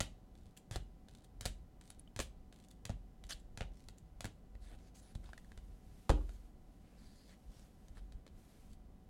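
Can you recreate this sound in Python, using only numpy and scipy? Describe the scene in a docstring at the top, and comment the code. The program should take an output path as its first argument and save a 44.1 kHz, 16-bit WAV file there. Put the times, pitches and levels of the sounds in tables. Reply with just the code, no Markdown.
"""A small room hums quietly throughout, and a close microphone hears a padded desk.
First, cards in stiff plastic holders are dealt from one hand onto a pile: each slides off in grainy friction,
ticks against the pile in a flurry of tiny contacts and drops with a soft, damped low thump.
Then the pile is gathered and put down with a knock, a dense burst of dull noise that rings the desk.
Last, a second pile is dragged over and squared up in faint scrapes and ticks, while sleeves hiss softly."""
import sys
import numpy as np
from scipy import signal
from scipy.fft import rfft, irfft
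from scipy.io import wavfile
from scipy.ndimage import uniform_filter1d

SR = 44100
rng = np.random.default_rng(int(sys.argv[2]) if len(sys.argv) > 2 else 0)


def master_out(mix):
    """Clip the mix to full scale and print it as 16-bit PCM to the path in sys.argv[1]."""
    frames = np.transpose(np.atleast_2d(mix))
    ceiling = np.clip(frames, -1, 1)
    pcm = np.round(ceiling * 32767).astype(np.int16)
    wavfile.write(sys.argv[1], SR, pcm)


N = 400869  # length in samples

# All levels are in dB before each source's own trim. Tilts count octaves of (frequency + 1 kHz).

# The room's steady noise. Each row: frequency in Hz, relative density in dB per Hz.
AIR_COLOUR = [(12, -32.5), (22, 5), (32, -6.5), (47, 2.5), (65, -6.5), (134, -13.5), (210, -12),
              (357, -22.5), (660, -28), (760, -25.5), (880, -34.5), (1400, -39), (2200, -45), (4400, -47.5),
              (16000, -54.5)]
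AIR_DB = -57.5
# Faint hum lines. Each row: frequency in Hz, rms level in dB.
HUM_LINES = [(183, -77.5), (750, -84), (1001, -90), (2003, -95.5), (2998, -99)]
# The lowest noise swells and ebbs.
RUMBLE_SWELL_DB, RUMBLE_SWELL_S, RUMBLE_TOP_HZ = 3, .12, 117
# How fast the room's tail dies. Each row: frequency in Hz, t60 in seconds.
TAIL_DECAY = [(100, .4), (400, .28), (1000, .24), (3500, .27), (8000, .25), (15000, .21)]
# The tail's colour. Each row: frequency in Hz, level in dB.
TAIL_COLOUR = [(60, 1), (300, -7.5), (700, -5.5), (1600, -14.5), (2800, -2.5), (4200, -8.5), (8000, -9.5),
               (15000, -15)]
# Reflections from near surfaces. Each row: delay in seconds, level in dB.
ECHOES = [(.0023, -23.5), (.0094, -14), (0.011, -32), (0.0114, -17), (0.02, -19)]
BASS_CUT_HZ, BAND_LIMIT_HZ = 14, 16200

# The colour of sleeve and skin. Each row: frequency in Hz, relative level in dB.
CLOTH_COLOUR = [(200, -10), (1500, 1.5), (4000, -1), (10000, -3), (13000, -6), (16000, -16)]
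# An arm sweeps past, swelling and fading. Each row: start in seconds, end in seconds, level in dB.
SWEEPS = [(4.9, 6.1, -79.5), (5.7, 6.614, -75), (6.303, 8.4, -80), (7.5, 7.722, -76), (8.267, 8.784, -74.5)]

# The desk's resonances. Each row: frequency in Hz, gain in dB, t60 in seconds.
DESK_MODES = [(43.37, 18, 0.71), (63.7, 7.5, 0.55), (97.4, -2, 0.64), (115.7, 6.5, 0.29), (160.8, 5, 0.28),
              (214.5, -1.5, 0.22), (242.5, 8.5, 0.17), (300.5, 8.5, .37), (337, 4.5, 0.27),
              (377, 9.5, 0.39), (407, 5, 0.31), (469.5, 3.5, 0.32), (536, -2, .27), (617, 9, 0.15),
              (766, -2, 0.27), (810, 3, 0.24), (980, -5, 0.25), (1113, 4, 0.07), (1250, -3, .15)]
# Hands bumping the desk. Each row: time in seconds, level in dB.
BUMPS = [(3.246, -48.5), (3.344, -50), (4.552, -45), (4.62, -48.5), (5.575, -44.5), (7.901, -48.5),
         (7.973, -47), (8.699, -52.5)]
BUMP_HZ = 58.7
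PUSH_DELAY_S = 0.0033  # the padding yields just after the slap
# Then the board under it answers, higher and weaker than the push.
KNOCK_RATIO, KNOCK_DB, KNOCK_DELAY_S = 1.88, -5.5, 0.00385

# The whole stack put down: time in seconds, level in dB, t60 in seconds.
STACK_LANDING = (6.098, -15.5, 0.083)
# Its dull colour. Each row: frequency in Hz, level in dB.
CLACK_COLOUR = [(60, -12), (200, 1.5), (400, 6), (650, -1), (1200, -7), (1600, -12), (2100, -33),
                (4000, -38), (16000, -60)]
# The stack rocks on its base before it lies still. Each row: delay in seconds, level in dB.
ROCKS = [(0, -1), (.04, -19), (.075, -23), (.11, -26)]

# The colour of a plastic holder. Each row: frequency in Hz, level in dB.
PLASTIC_COLOUR = [(40, -43.5), (150, 0.5), (400, -1), (650, 6.5), (1000, -2.5), (1700, 2.5), (2600, -2),
                  (4000, 2), (5400, -3.5), (7200, -1.5), (10000, -5), (12500, -15), (16000, -19.5)]
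# Holders scraped over each other or dragged on the mat. Each row: start in seconds, end in seconds,
# level in dB, tilt in dB per octave, ring in Hz, ring in dB.
SLIDES = [(3.289, 3.315, -45.5, 0, 6230, 8.5), (3.3, 3.331, -51, 0, 3160, 15),
          (3.312, 3.337, -49, 1, 4620, 18), (4.594, 4.78, -66, 0, 10700, 5),
          (4.763, 4.91, -70.5, -0.5, 4800, 4), (4.685, 4.765, -71.5, -10, 900, -3),
          (4.939, 5.011, -63.5, 2.5, 7100, 5), (4.999, 5.14, -67, 0, 10300, 10),
          (5.22, 5.32, -68, -2.1, 1190, 2), (6.27, 6.377, -73, 3, 11700, 1),
          (6.81, 7.08, -79, -7.5, 2540, 9), (6.93, 7.39, -70.5, 1.5, 4680, 9.5),
          (7.273, 7.352, -72, -2, 2150, 8), (7.47, 7.67, -71.5, -1, 5500, 8.5),
          (7.945, 8.003, -67.5, 0.5, 1400, 9), (8.69, 8.75, -70, 3, 2900, 4)]
SNAGS_PER_S = 45
# Holders shifting against each other in the fingers. Each row: time in seconds, level in dB,
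# tilt in dB per octave, ring in Hz, ring in dB.
TICKS = [(1.15, -36, 1, 3660, 9), (1.903, -28, 1.5, 10100, 14), (2.0753, -49.5, -5, 3040, 22),
         (2.6856, -42.5, 6, 6800, 8), (3.2672, -40, 4, 7000, 6), (3.6273, -36, -7.5, 2800, 17),
         (3.886, -27.5, 1.5, 4330, 7), (4.5524, -42.5, -6, 2100, 8), (5.2423, -41, 0.5, 1600, 14),
         (5.2596, -42, -4, 3800, 13), (5.291, -41.5, -4, 1010, 15.5), (5.3325, -32, -4, 1670, 15),
         (5.3782, -31, 0.5, 1780, 13.5), (5.4465, -44, 0, 1710, 13), (5.5185, -36, -4, 1770, 9.5),
         (5.576, -31, -2, 1890, -1), (6.2928, -33.5, -3.5, 1490, 4), (7.5946, -40, 1, 8400, 7),
         (7.8833, -39, 1, 6300, 8), (7.971, -42, -6.5, 1600, 10), (7.9805, -40, -4.5, 2620, 2),
         (8.1228, -37, -1.5, 4300, 5.5), (8.2657, -34.5, -3, 1680, 1), (8.2778, -39.5, -3, 4300, 8),
         (8.7324, -41, 5, 3380, 6)]
TICK_WEIGHT_DB = 4

# Fingers grip the top card and start to draw it off. 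Each row: time in seconds, level in dB,
# level of the sliding in dB, ring in Hz.
GRIPS = [(.3532, -42, -78.5, 3660), (1.085, -35, -75.5, 3830), (1.8119, -33.5, -71, 8550),
         (2.526, -34, -72, 3220), (3.239, -30, -78.5, 3400), (3.72, -50, -74.5, 5770)]
# A finger catching the rim: tilt in dB per octave, ring in dB, weight in dB.
GRIP_TONE = (-1.2, 6, 1.6)
# Face sliding on face: tilt in dB per octave, ring in dB.
RUB_TONE = (3.4, 6.5)
RUB_DELAY_S, RUB_SHARE = .015, 0.69  # the faces touch for this share of a draw
RUB_DB = -4.5  # smooth hiss between the slips, against the sliding level
# A drawn card sticks and slips in small ticks: nominal gap, level against the sliding, nominal scatter.
SLIP_GAP_S, SLIP_DB, SLIP_SCATTER_DB = .019, 30, 4
# The colour of those ticks: tilt in dB per octave, ring in dB, weight in dB.
SLIP_TONE = (1, 3.5, -9)
# The trailing edge of that card flicks free. 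Each row: time in seconds, level in dB, ring in Hz, ring in dB.
RELEASES = [(.574, -32, 3040, 13), (1.2455, -41.5, 3560, 8), (1.995, -42.5, 9800, 23.5),
            (2.712, -37.5, 3920, 4), (3.3998, -49, 7800, 11), (3.983, -42, 7150, 11)]
# The colour of the flick: tilt in dB per octave, weight in dB.
RELEASE_TONE = (6.1, 0)
SCUFF_S, SCUFF_DB = 0.018, -27.5  # the rim scuffs across as it comes free; level against the release

# A card's edge meets the pile first, then skids until the card falls flat. Each row: time in seconds,
# level in dB, weight under 1 kHz in dB, tilt in dB per octave, skid in dB, push on the desk in dB.
EDGES = [(.7115, -23, 8, 0.3, -51, -37.5), (1.41, -18.5, 1, 2.5, -58.5, -45.5),
         (2.1627, -20, -3, -1.5, -59, -41), (2.8534, -16.5, -7, 0, -66, -45.5),
         (3.5747, -19.5, -4, -2.5, -64, -46), (4.2072, -18, 3, 0, -64, -51)]
EDGE_RING_HZ, EDGE_RING_DB, EDGE_PUSH_HZ = 6400, 2.5, 107
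SKID_S = 0.05
# The skid's colour: tilt in dB per octave, ring in Hz, ring in dB.
SKID_TONE = (-0.81, 3500, 1.8)
# A card or a stack falls flat, one end after the other. Each row: time in seconds, level in dB,
# far end's lag in seconds, far end in dB, weight under 1 kHz in dB, tilt in dB per octave, ring in Hz,
# push on the desk in dB, push in Hz, rattle in dB.
SLAPS = [(.0042, -8.5, 0.0038, -9, 1.5, -1.5, 6840, -36, 86, -43),
         (.759, -18.5, 0.0044, -25, 16.5, 1, 4380, -36, 75, -56),
         (1.455, -14, 0.0045, -13, 11.5, 3.5, 4400, -35, 72.5, -44.5),
         (2.1913, -14, 0.0099, -12.5, 5.5, -2.5, 7000, -38, 67, -39.5),
         (2.8947, -27, .008, -31.5, 18.5, -1, 6240, -33.5, 87.2, -58),
         (3.608, -18.5, .011, -27.5, -5, -8, 2800, -35.5, 72.7, -56),
         (4.2443, -21, .0101, -21.5, 15, 1.5, 1820, -38, 99, -52),
         (5.152, -32.5, .004, -39, 15.5, 2, 3700, -37.5, 71.5, -84),
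         (6.0945, -11, 0.0077, -12.5, 13, -3, 1090, -21, 65, -51)]
SLAP_RING_DB = 7
RATTLE_DELAY_S, RATTLE_T60_S = .008, 0.16
# A weaker rattle than this is duller: dB per octave for each dB.
RATTLE_BRIGHT_DB, RATTLE_DULLING = -43.5, 0.48


def amp(db):
    """Decibels to a linear factor."""
    return 10 ** (np.asarray(db) / 20)


def evened(x):
    """Scale to rms 1."""
    return x / np.sqrt(np.mean(x ** 2) + 1e-20)


def read(points, hz):
    """A table's value at hz, on a log-frequency axis."""
    f, value = np.transpose(points)
    return np.interp(np.log(hz + 1), np.log(f + 1), value)


def add(mix, s, sound):
    """Lay a sound into the mix at s seconds, cut at the end."""
    part = mix[..., max(round(s * SR), 0):][..., :sound.shape[-1]]
    part += sound[..., :part.shape[-1]]


def causal(db, size=2048):
    """The most compact one-sided pulse that has the given spectrum."""
    cepstrum = irfft(np.log(amp(db)))
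    cepstrum[1:size // 2] *= 2
    cepstrum[size // 2 + 1:] = 0
    return irfft(np.exp(rfft(cepstrum)))


def die_away(t, t60):
    """A decay that loses 60 dB in t60 seconds."""
    return np.exp(-np.log(1000) * t / t60)


def noise(colour):
    """Steady noise of the given colour, rms 1."""
    spectrum = rfft(rng.standard_normal(N))
    gain = amp(read(colour, np.fft.rfftfreq(N, 1 / SR)))
    return evened(irfft(spectrum * gain, N))


def air():
    """Low ventilation noise with an uneven rumble and a few faint hum lines."""
    t = np.arange(N) / SR
    hum = np.zeros(N)
    for hz, db in HUM_LINES:
        hum += amp(db) * np.sqrt(2) * np.sin(2 * np.pi * (hz * t + rng.random()))
    steady = noise(AIR_COLOUR)
    lowpass = signal.butter(2, RUMBLE_TOP_HZ, fs=SR, output="sos")
    rumble = signal.sosfiltfilt(lowpass, steady)
    window = np.hanning(round(RUMBLE_SWELL_S * SR))
    swell = evened(signal.fftconvolve(rng.standard_normal(N), window, "same"))
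    uneven = steady + rumble * (amp(RUMBLE_SWELL_DB * swell) - 1)
    return amp(AIR_DB) * uneven + hum


def room(x, wet_db=-1, build_s=0.0023):
    """A few near reflections, then a short diffuse tail that dies at its own pace in each band."""
    hz, t, z = signal.stft(rng.standard_normal(SR // 2), SR, nperseg=256)
    t60 = read(TAIL_DECAY, hz)[:, None]
    even_energy = np.sqrt(2 * np.log(1000) / t60 / SR)  # a longer decay starts softer
    z = z * amp(read(TAIL_COLOUR, hz))[:, None] * die_away(t, t60) * even_energy
    response = signal.istft(z, SR, nperseg=256)[1]
    build_up = 1 - np.exp(-(np.arange(len(response)) / SR / build_s) ** 2)
    response *= amp(wet_db) * build_up
    for delay_s, db in ECHOES:
        response[round(delay_s * SR)] += amp(db)
    return signal.fftconvolve(x, response)[:N]


def sleeve(flutter_db=1.0, fade=0.65):
    """Cloth and skin hiss softly as the arms move: fluttering noise under a swell for each sweep."""
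    flutter = evened(uniform_filter1d(rng.standard_normal(N), SR // 40))
    power = np.zeros(N)
    for start, end, db in SWEEPS:
        swell = signal.windows.tukey(round((end - start) * SR), fade)
        add(power, start, (amp(db) * swell) ** 2)
    return noise(CLOTH_COLOUR) * np.sqrt(power) * amp(flutter_db * flutter)


def desk(force):
    """The desk rings on after whatever lands on it, as a bank of decaying resonances."""
    t, ring = np.arange(SR) / SR, np.zeros(SR)
    for hz, db, t60 in DESK_MODES:
        rate = np.log(1000) / t60
        ring += amp(db) * 2 * rate / SR * np.exp(-rate * t) * np.sin(2 * np.pi * hz * t)
    return signal.fftconvolve(force, ring)[:N]


def pushes():
    """Every push on the desk: time in s, level in dB, pitch in Hz (lower is heavier and softer)."""
    for s, *_, db, hz, _ in SLAPS:
        yield s + PUSH_DELAY_S, db, hz
        yield s + KNOCK_DELAY_S, db + KNOCK_DB, hz * KNOCK_RATIO
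    for s, *_, db in EDGES:
        yield s, db, EDGE_PUSH_HZ
    for s, db in BUMPS:
        yield s, db, BUMP_HZ


def thumps(give=4, damping=1.6, level_db=4):
    """The padded top gives under each push and springs back within a cycle or two."""
    out, t = np.zeros(N), np.arange(SR // 8) / SR
    for s, db, hz in pushes():
        cycles = hz * t
        envelope = (1 - np.exp(-give * cycles)) * np.exp(-damping * cycles)
        add(out, s, amp(db + level_db) * np.sin(2 * np.pi * cycles) * envelope)
    return out


def stack():
    """The stack lands holder upon holder in one dense, dull clack, and rocks to rest."""
    s, db, t60 = STACK_LANDING
    out, t = np.zeros(N), np.arange(SR // 3) / SR
    dull = causal(read(CLACK_COLOUR, np.fft.rfftfreq(2048, 1 / SR)))
    for delay_s, rock_db in ROCKS:
        contact_noise = rng.uniform(-1.14, 1, len(t)) * np.sqrt(3)
        force = amp(db + rock_db) * contact_noise * die_away(t, t60)
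        add(out, s + delay_s, signal.fftconvolve(force, dull))
    return out


def holder(tilt_db, ring_hz, ring_db, weight_db=0, ring_width=0.11, size=2048):
    """A holder's response: hard contacts are bright, flat ones heavy, and the grip picks one ringing band."""
    hz = np.fft.rfftfreq(size, 1 / SR)
    weight = weight_db / (1 + (hz / 1100) ** 3)
    tilt = tilt_db * np.log2((hz + 1000) / 5000)
    ring = ring_db * np.exp(-((hz - ring_hz) / (ring_width * ring_hz + 200)) ** 2)
    return causal(read(PLASTIC_COLOUR, hz) + weight + tilt + ring)


def radiate(force, tilt_db, ring_hz, ring_db, weight_db=0, spread=0.24):
    """The direct sound carries the holder's full colour; the room gets a blander mix of all directions."""
    direct = signal.fftconvolve(force, holder(tilt_db, ring_hz, ring_db, weight_db))
    around = signal.fftconvolve(force, holder(tilt_db, ring_hz, spread * ring_db, spread * weight_db))
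    return np.array([direct, around])


def grit(per_s, grain_db, share):
    """Tiny contacts of uneven size in a smooth hiss, rms about 1; their rate may vary in time."""
    chance = np.clip(per_s / SR, 1e-4, 1)
    signs = rng.choice([-1, 1], N)
    sizes = evened(signs * amp(grain_db * np.minimum(rng.exponential(1, N), 3)))
    catches = (rng.random(N) < chance) * sizes / np.sqrt(chance)
    return np.sqrt(share) * catches + np.sqrt(1 - share) * rng.standard_normal(N)


def rattles(contacts_per_s=2500, grain_db=3, grain_share=0.64, ring_hz=2700, ring_db=4):
    """Loose holders in the pile chatter against each other after a slap and settle."""
    touches, out = grit(contacts_per_s, grain_db, grain_share), np.zeros(N)
    t = np.arange(SR // 3) / SR
    for s, *_, db in SLAPS:
        force = touches[round(s * SR):][:len(t)] * amp(db) * die_away(t, RATTLE_T60_S)
        tilt_db = np.clip(RATTLE_DULLING * (db - RATTLE_BRIGHT_DB), -10, 2)
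        add(out, s + RATTLE_DELAY_S, signal.fftconvolve(force, holder(tilt_db, ring_hz, ring_db)))
    return out


def chatter(settle_s, rise_s, smooth_hz=900, size=2048):
    """An edge touches in a brief, dying flurry of tiny contacts, even in colour."""
    t = np.arange(size) / SR
    flurry = rng.uniform(-1.065, 1, size) * np.exp(-t / settle_s) * (1 - np.exp(-t / rise_s))
    power = uniform_filter1d(abs(rfft(flurry)) ** 2, max(int(smooth_hz * size / SR), 3))
    whiten = causal(-10 * np.log10(abs(power) + 1e-9))
    return signal.fftconvolve(flurry, whiten)[:size]


def wander(x, patchy_db=3.0, patch_hz=700, patch_s=.045, size=256):
    """Pressure and contact point shift along a stroke, so its colour drifts in patches."""
    z = signal.stft(x, SR, nperseg=size)[2]
    field = uniform_filter1d(rng.standard_normal(z.shape), max(int(patch_hz * size / SR), 1), axis=0)
    field = evened(uniform_filter1d(field, max(int(patch_s * SR * 2 / size), 1), axis=1))
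    return signal.istft(z * amp(patchy_db * field), SR, nperseg=size)[1][:N]


def strokes():
    """Every stroke of friction, in the columns of SLIDES: a card rubs, scuffs free, and skids onto the pile."""
    yield from SLIDES
    tilt_db, ring_db = RUB_TONE
    for (grip_s, _, db, ring_hz), (free_s, free_db, free_hz, _) in zip(GRIPS, RELEASES):
        start = grip_s + RUB_DELAY_S
        end = start + RUB_SHARE * (free_s - grip_s)
        yield start, end, db + RUB_DB, tilt_db, ring_hz, ring_db
        yield free_s - SCUFF_S / 2, free_s + SCUFF_S / 2, free_db + SCUFF_DB, tilt_db, free_hz, ring_db
    for s, *_, db, _ in EDGES:
        yield s, s + SKID_S, db, *SKID_TONE


def slides(catches_per_s=350, gentle_db=-72, grain_db=3, grain_share=0.33, snag_db=23, fade=0.41, level_db=-2):
    """Sliding plastic catches and slips, more densely in a brisk, loud stroke: (direct, into the room)."""
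    rate, out = np.zeros(N), np.zeros((2, N))
    for start, end, db, *_ in strokes():
        rate[round(start * SR):round(end * SR)] = catches_per_s * amp(db - gentle_db)
    friction = wander(grit(rate, grain_db, grain_share))
    # in a slow stroke an edge snags now and then with a distinct little tick
    snags = (rng.random(N) < SNAGS_PER_S / SR) * rng.uniform(0.2, 1.3, N)
    snags = snags / np.sqrt(1 + rate / (4 * catches_per_s))
    friction = friction + amp(snag_db) * signal.oaconvolve(snags, chatter(0.00059, .0001))[:N]
    for start, end, db, tilt_db, ring_hz, ring_db in strokes():
        stroke = friction[round(start * SR):][:max(round((end - start) * SR), 64)]
        stroke = amp(db + level_db) * stroke * signal.windows.tukey(len(stroke), fade)
        add(out, start, radiate(stroke, tilt_db, ring_hz, ring_db))
    return out


def slips(count=8):
    """After each grip the card jerks along in a run of uneven ticks, each ringing a little differently."""
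    tilt_db, ring_db, weight_db = SLIP_TONE
    for s, _, db, ring_hz in GRIPS:
        for late, louder, higher in rng.uniform(-1.3, 1, (count, 3)):
            s += SLIP_GAP_S * (1 + late / 2)
            level_db = db + SLIP_DB + SLIP_SCATTER_DB * louder
            yield s, level_db, tilt_db, ring_hz * 2 ** (higher / 2), ring_db, weight_db


def contacts():
    """Every strike of plastic on plastic: s, level dB, tilt dB per octave, ring Hz, ring dB, weight dB."""
    for s, db, follow_s, far_db, weight_db, tilt_db, ring_hz, *_ in SLAPS:
        yield s, db, tilt_db, ring_hz, SLAP_RING_DB, weight_db
        yield s + follow_s, far_db, tilt_db, ring_hz, SLAP_RING_DB, weight_db
    for s, db, weight_db, tilt_db, *_ in EDGES:
        yield s, db, tilt_db, EDGE_RING_HZ, EDGE_RING_DB, weight_db
    tilt_db, ring_db, weight_db = GRIP_TONE
    for s, db, _, ring_hz in GRIPS:
        yield s, db, tilt_db, ring_hz, ring_db, weight_db
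    tilt_db, weight_db = RELEASE_TONE
    for s, db, ring_hz, ring_db in RELEASES:
        yield s, db, tilt_db, ring_hz, ring_db, weight_db
    for row in TICKS:
        yield *row, TICK_WEIGHT_DB
    yield from slips()


def clicks(settle_s=0.0019, rise_s=0.00019, lead_s=.0003):
    """Each contact rings the holder in its own way: (direct, into the room)."""
    out = np.zeros((2, N))
    for s, db, tilt_db, ring_hz, ring_db, weight_db in contacts():
        force = amp(db) * chatter(settle_s, rise_s)
        add(out, s - lead_s, radiate(force, tilt_db, ring_hz, ring_db, weight_db))
    return out


def scene(click_to_desk_db=-11, stack_to_desk_db=-3, thump_room_db=-4):
    """Cards, pile and desk are heard directly and through the room, over sleeves and air."""
    taps, landings, clack, pile = clicks(), thumps(), stack(), rattles()
    direct, around = taps + slides()
    boom = desk(landings + amp(click_to_desk_db) * taps[0] + amp(stack_to_desk_db) * clack)
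    near = direct + pile + clack + landings + boom
    reflected = room(around + clack + amp(thump_room_db) * landings)
    return (near + reflected + sleeve() + air())[None]


def record(dry):
    """The microphone's bass roll-off and the recorder's band limit."""
    highpass = signal.butter(1, BASS_CUT_HZ, "highpass", fs=SR, output="sos")
    lean = signal.sosfilt(highpass, dry)
    band_limit = signal.firwin(255, BAND_LIMIT_HZ, window=("kaiser", 8), fs=SR)
    return signal.oaconvolve(lean, band_limit[None], "same")


dry = scene()
out = record(dry)
master_out(out)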